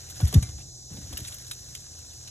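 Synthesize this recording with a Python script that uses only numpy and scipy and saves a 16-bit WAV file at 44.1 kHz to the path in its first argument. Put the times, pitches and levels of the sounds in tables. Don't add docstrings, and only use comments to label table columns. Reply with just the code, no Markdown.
import sys
import numpy as np
from scipy import signal
from scipy.fft import rfft, irfft
from scipy.io import wavfile
from scipy.ndimage import uniform_filter1d

SR = 44100
rng = np.random.default_rng(int(sys.argv[2]) if len(sys.argv) > 2 else 0)


def transcribe(signal):
    frames = np.atleast_2d(signal).T
    limited = np.clip(frames, -1, 1)
    pcm = np.round(limited * 32767).astype(np.int16)
    wavfile.write(sys.argv[1], SR, pcm)


N = 101429
T, HZ = np.arange(N) / SR, np.fft.rfftfreq(N, 1 / SR)


def amp(db):
    return 10 ** (np.asarray(db) / 20)


def unit(x):
    return x / np.sqrt(np.mean(x ** 2) + 1e-20)


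def over_frequency(points):
    f, value = np.transpose(points)
    return np.interp(np.log(HZ + 1), np.log(f + 1), value)


def loudness(points):
    return amp(np.interp(T, *np.transpose(points)))


def colour(x, tone):
    above = 1 + (HZ / tone[-1][0] / 1.79) ** 8
    below = 1 + (tone[0][0] / 2 / (HZ + 1)) ** 4
    return irfft(rfft(x) * unit(amp(over_frequency(tone)) / above / below), N)


def noise():
    return rng.standard_normal((2, N))


def drift(samples):
    return unit(uniform_filter1d(rng.standard_normal(N), size=samples))


def burst(start, hold, fall):
    return (T >= start) * np.exp(-np.maximum(T - start - hold, 0) / fall)


def ring(start, notes):
    t = np.maximum(T - start, 0)[T < start + max(note[2] for note in notes)]
    sound = sum(amp(db - 60 * t / ring_s) * np.sin(2 * np.pi * hz * t) for hz, db, ring_s in notes)
    return np.pad(sound, (0, N - len(t)))


def struck(start, notes, spread_db=4.5):
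    changes = spread_db * rng.standard_normal(len(notes))
    return ring(start, [(hz, db + change, ring_s) for (hz, db, ring_s), change in zip(notes, changes)])


def resonant(x, depth_db=3):
    slices = signal.stft(x, nperseg=256, noverlap=192)[2]
    peaks = uniform_filter1d(rng.standard_normal(slices.shape[1:]), 14, axis=1)
    peaks = unit(uniform_filter1d(peaks, 3, axis=0))
    slices *= amp(depth_db * np.minimum(peaks, 2))
    return unit(signal.istft(slices, nperseg=256, noverlap=192)[1][:, :N])


# t/s, level/dB
RUSTLE_LEVEL = [(0, -48.5), (.17, -49), (.26, -42.5), (.48, -50), (.62, -63), (.88, -64.5), (.91, -49),
                (1.12, -50.5), (1.19, -45.5), (1.45, -50.5), (1.68, -53), (2.3, -53)]
# f/Hz, level/dB
RUSTLE_TONE = [(200, 0), (600, 0), (1100, -3.5), (1700, 1), (2200, -5.5), (3000, -1.5), (4000, 3.5),
               (7000, 2.5), (10500, -2), (14500, -4.5)]
# t/s, level/dB
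RUMBLE_LEVEL = [(0, -58), (.19, -43), (.27, -33.5), (.32, -46), (.42, -44.5), (.68, -44.5), (.88, -60.5),
                (.93, -39.5), (1.15, -47), (1.27, -54), (1.5, -51), (2.3, -56.5)]
# f/Hz, level/dB
RUMBLE_TONE = [(20, -43), (40, 6.5), (60, 9), (100, 7), (160, -2), (220, -27), (290, -13), (400, -20.5),
               (800, -21), (2000, -89)]
def tyres(blades_per_s=4000, blade_db=-0.5, clump_db=1.5):
    snaps = rng.random(N) < blades_per_s / SR
    strength = amp(blade_db * np.minimum(rng.exponential(1, N), 4))
    clumps = amp(clump_db * drift(400))
    grass = resonant(snaps * strength * clumps * noise())
    rustle = colour(grass * loudness(RUSTLE_LEVEL), RUSTLE_TONE)
    rumble = colour(noise(), RUMBLE_TONE) * loudness(RUMBLE_LEVEL)
    return rustle + rumble


INSECT_RATES = [39, 56, 87, 70]
# f/Hz, level/dB
INSECT_TONE = [(2500, -84), (3300, -21), (4000, -5), (4800, -6), (5700, 0.5), (6800, 0), (8200, -7),
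               (9300, -18), (10600, -22), (13000, -34)]
def insects(level_db=-46.5, pulse_depth=0.12, wander=0.093):
    chorus = np.zeros((2, N))
    for rate in INSECT_RATES:
        cycles = np.cumsum(rate * (1 + wander * drift(4000))) / SR
        chorus += noise() * (1 + pulse_depth * np.sin(2 * np.pi * (cycles + rng.random())))
    return amp(level_db) * colour(unit(chorus), INSECT_TONE)


# f/Hz, level/dB
HUM_NOTES = [(62, -62), (83, -56.5), (124, -57), (770, -73)]
# f/Hz, level/dB
AIR_TONE = [(20, -25), (45, 0), (80, -4.5), (130, -8.5), (190, -13.5), (400, -16.5), (750, -23.5),
            (1100, -30.5), (2000, -40.5), (9000, -34.5), (13400, -26), (14200, -35)]
def air_and_hum(air_db=-55.5, hum_width_hz=3.8):
    hum = np.zeros((2, N))
    for hz, db in HUM_NOTES:
        band = np.exp(-((HZ - hz) / hum_width_hz) ** 2)
        hum += amp(db) * unit(irfft(rfft(noise()) * band, N))
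    return hum + amp(air_db) * colour(noise(), AIR_TONE)


# t/s, low level/dB, middle level/dB, high level/dB, rattle length/s
CLACKS = [(0.099, -48, -52, -49, 0.013), (0.203, -40.5, -69, -59, 0.00079), (0.2084, -65, -62, -42, 0.0027),
          (0.277, -48, -43, -46, 0.0084), (0.327, -40.5, -42, -53, 0.001),
          (0.3405, -32.5, -35.5, -37, 0.005), (0.425, -43, -34, -62, 0.01), (0.49, -50, -64, -70, 0.0036),
          (0.58, -54.5, -63, -84, 0.041), (1.127, -44, -67, -48.5, 0.0083),
          (1.171, -34.5, -58, -48, 0.0043), (1.1753, -46, -52, -32, 0.0018), (1.202, -48, -68, -49, 0.0053),
          (1.247, -40.5, -70, -64, 0.0061), (1.276, -44.5, -43, -64, 0.012),
          (1.323, -46.5, -47, -64, 0.006), (1.342, -48, -53, -41.5, 0.0048),
          (1.511, -36, -39.5, -54, 0.0066), (1.7503, -36, -42, -47, 0.0018),
          (2.274, -46.5, -59, -66, 0.012)]
# f/Hz, level/dB
CLACK_TONES = [
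    [(700, -19.5), (1500, -7), (2100, -7.5), (2600, -2), (4000, 2.5), (5200, -2.5)],
    [(3800, -35), (5200, -7.5), (6500, 5.5), (7500, -3.5), (8800, 13.5), (10000, -2.5)],
    [(8000, -8), (9600, -7), (11200, 11), (13200, 5.5), (14000, 14), (16000, -47)],
]
# f/Hz, level/dB, ring time/s
FRAME_NOTES = [(1560, -10, 0.12), (2090, -12, 0.2), (3820, 2, 0.07), (7300, 4, .06), (8242, 3, .05),
               (11100, 0, 0.15)]
# t/s, f/Hz, level/dB, ring time/s
SPOKE_PINGS = [(.214, 3410, -42.5, .09), (.214, 1465, -44, .11), (.272, 3610, -38.5, .12),
               (.341, 3605, -38.5, .18), (.428, 2335, -43, .11), (.428, 2085, -50, .33),
               (.428, 3900, -35, .05), (1.247, 3820, -44, .13), (1.5135, 3830, -32, .075),
               (1.5135, 2530, -43, .045), (1.7495, 2500, -46.5, .05)]
# t/s, level/dB
TICK_LEVEL = [(.2, -54), (.45, -62), (.65, -64), (1.05, -65.5), (1.2, -51.5), (1.47, -50.5), (1.7, -63)]
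def chain_and_frame(frame_db=-13, tail_db=-21, ticks_per_s=90, tick_s=0.002):
    rattle, steel = np.zeros((3, N)), np.zeros((2, N))
    for start, *levels_db, hold in CLACKS:
        shape = burst(start, hold, fall=0.0042) + amp(tail_db) * burst(start, hold, fall=0.028)
        rattle += amp(levels_db)[:, None] * shape
        steel[0] += amp(np.mean(levels_db) + frame_db) * struck(start, FRAME_NOTES)
    for start, *note in SPOKE_PINGS:
        steel[0] += ring(start, [note])
    ticks = rng.random(N) < ticks_per_s / SR
    fading_ticks = signal.lfilter([1], [1, -np.exp(-1 / (tick_s * SR))], ticks)
    rattle += loudness(TICK_LEVEL) * fading_ticks
    links = resonant(noise())
    return steel + sum(colour(links * part, tone) for part, tone in zip(rattle, CLACK_TONES))


# t/s, level/dB, contact time/s
SLAPS = [(0.2018, -35, 0.016), (.3280, -31.5, 0.024), (0.36, -34.5, 0.022), (0.427, -37.5, 0.0024),
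         (0.4883, -46, 0.002), (0.585, -47, 0.025), (1.126, -39.5, 0.007)]
# f/Hz, level/dB
RUBBER_TONE = [(250, -2.5), (430, -7), (760, -13.5), (1000, -23.5), (1600, -17.5), (3500, -33)]
# f/Hz, level/dB, ring time/s
DECK_NOTES = [(304.3, -6, 0.21), (375, -7, 0.092), (590, -20, 0.19), (730, -3, 0.13), (787, -6, 0.057),
              (1110, -3, 0.05), (1160, -9.5, 0.23), (1640, -13.5, 0.27)]
def tyre_slaps(slap_db=-7.5, deck_db=-9.5, start_speed=5, flatten_s=0.004):
    slap, deck = np.zeros((2, N)), np.zeros((2, N))
    rubber = colour(noise(), RUBBER_TONE)
    for start, db, hold in SLAPS:
        flattened = 1 - np.exp(-np.maximum(T - start, 0) / flatten_s)
        clock = T + (start_speed - 1) * flatten_s * flattened
        crack = np.array([np.interp(clock, T, row) for row in rubber])
        slap += amp(db) * burst(start, hold, fall=0.012) * crack
        deck[0] += amp(db) * struck(start, DECK_NOTES)
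    return amp(slap_db) * slap + amp(deck_db) * deck


# t/s, level/dB, starting f/Hz, press time/s
BOOMS = [(0.216, -40, 203, 0.0041), (0.3392, -26, 235, 0.008), (0.2258, -12, 175, 0.028),
         (0.3512, -6.5, 214.5, 0.0325), (0.423, -21.5, 143, 0.01), (0.488, -31, 106, 0.0062),
         (0.539, -31.5, 84, 0.0143), (0.9137, -38.5, 208, 0.008), (0.9471, -34, 104, 0.0026),
         (0.985, -32.5, 174, 0.0025), (1.009, -36, 69, 0.018), (1.132, -29.5, 77.6, 0.014),
         (1.2136, -32, 143, 0.012)]
# f/Hz, level/dB, ring time/s
PANEL_NOTES = [(69.5, -24, 0.69), (86, -29, 0.5), (121.2, -20, 0.46), (190, -27, 0.45), (233, -34, 0.24),
               (285, -32, 0.17)]
def ramp_booms(rise_s=0.011, fall_s=0.0087, sag_s=0.0164, rest_hz=49, octave_db=-14):
    booms = np.zeros(N)
    for start, db, hz, hold in BOOMS:
        t = np.maximum(T - start, 0)
        phase = 2 * np.pi * (rest_hz * t + (hz - rest_hz) * sag_s * (1 - np.exp(-t / sag_s)))
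        rise = np.minimum(t / min(rise_s, hold / 2), 1) ** 0.95
        fall = np.exp(-(np.maximum(t - hold, 0) / fall_s) ** 2)
        octave = amp(db + octave_db) * np.sin(2 * phase)
        panels = ring(start + hold / 2, PANEL_NOTES)
        booms += amp(db) * (rise * fall * (np.sin(phase) + octave) + panels)
    return booms


# t/s, level/dB, length/s
TREAD_ROLLS = [(.905, -50, 0.044), (1.11, -49.5, 0.035)]
# f/Hz, level/dB
TREAD_TONE = [(170, 0), (300, 1.5), (400, -23)]
def tread(fall_s=0.099):
    rolls = sum(amp(db) * burst(start, hold, fall_s) for start, db, hold in TREAD_ROLLS)
    return colour(noise(), TREAD_TONE) * rolls


def scene():
    booms = np.array([ramp_booms(), np.zeros(N)])
    bike = booms + tyre_slaps() + chain_and_frame() + tyres() + tread()
    return bike + insects() + air_and_hum()


# f/Hz, likeness (0 to 1)
LIKENESS = [(90, 0.99), (250, 0.92), (600, 0.65), (1200, 0.064), (2500, 0.56), (3500, 0.38), (4700, 1),
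            (5600, 0.84), (7000, 0.9), (7900, 0.9), (8950, 1), (9900, 0.86), (11000, 0.26), (13000, 1)]
# f/Hz, phase/radians
LEFT_LEAD = [(0, 0), (250, -.15), (900, -1.0), (1500, .5), (3200, 1.1), (4700, 3.14), (6400, 6.0),
             (7400, 6.5), (8600, 9.2), (9300, 9.6), (10400, 12.3), (11500, 12.8), (12800, 15.4),
             (14000, 15.9)]
# f/Hz, level/dB
BALANCE = [(100, 0.8), (600, 0.5), (1100, -2.5), (2200, -1.5), (4000, 0)]
def record(dry, low_cut_hz=52.3, high_cut_hz=15800):
    direct, scattered = rfft(dry)
    alike = np.clip(over_frequency(LIKENESS), 0, 1)
    shared = direct * np.sqrt((1 + alike) / 2)
    apart = scattered * np.sqrt((1 - alike) / 2)
    lead = np.interp(HZ, *np.transpose(LEFT_LEAD))
    lean = np.exp(0.5j * lead) * amp(over_frequency(BALANCE) / 2)
    left, right = (shared + apart) * lean, (shared - apart) / lean
    low_cut = 1 / np.sqrt(1 + (low_cut_hz / (HZ + 1)) ** 4)
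    high_cut = 1 / np.sqrt(1 + (HZ / high_cut_hz) ** 160)
    return irfft(np.array([left, right]) * low_cut * high_cut, N)


dry = scene()
out = record(dry)
transcribe(out)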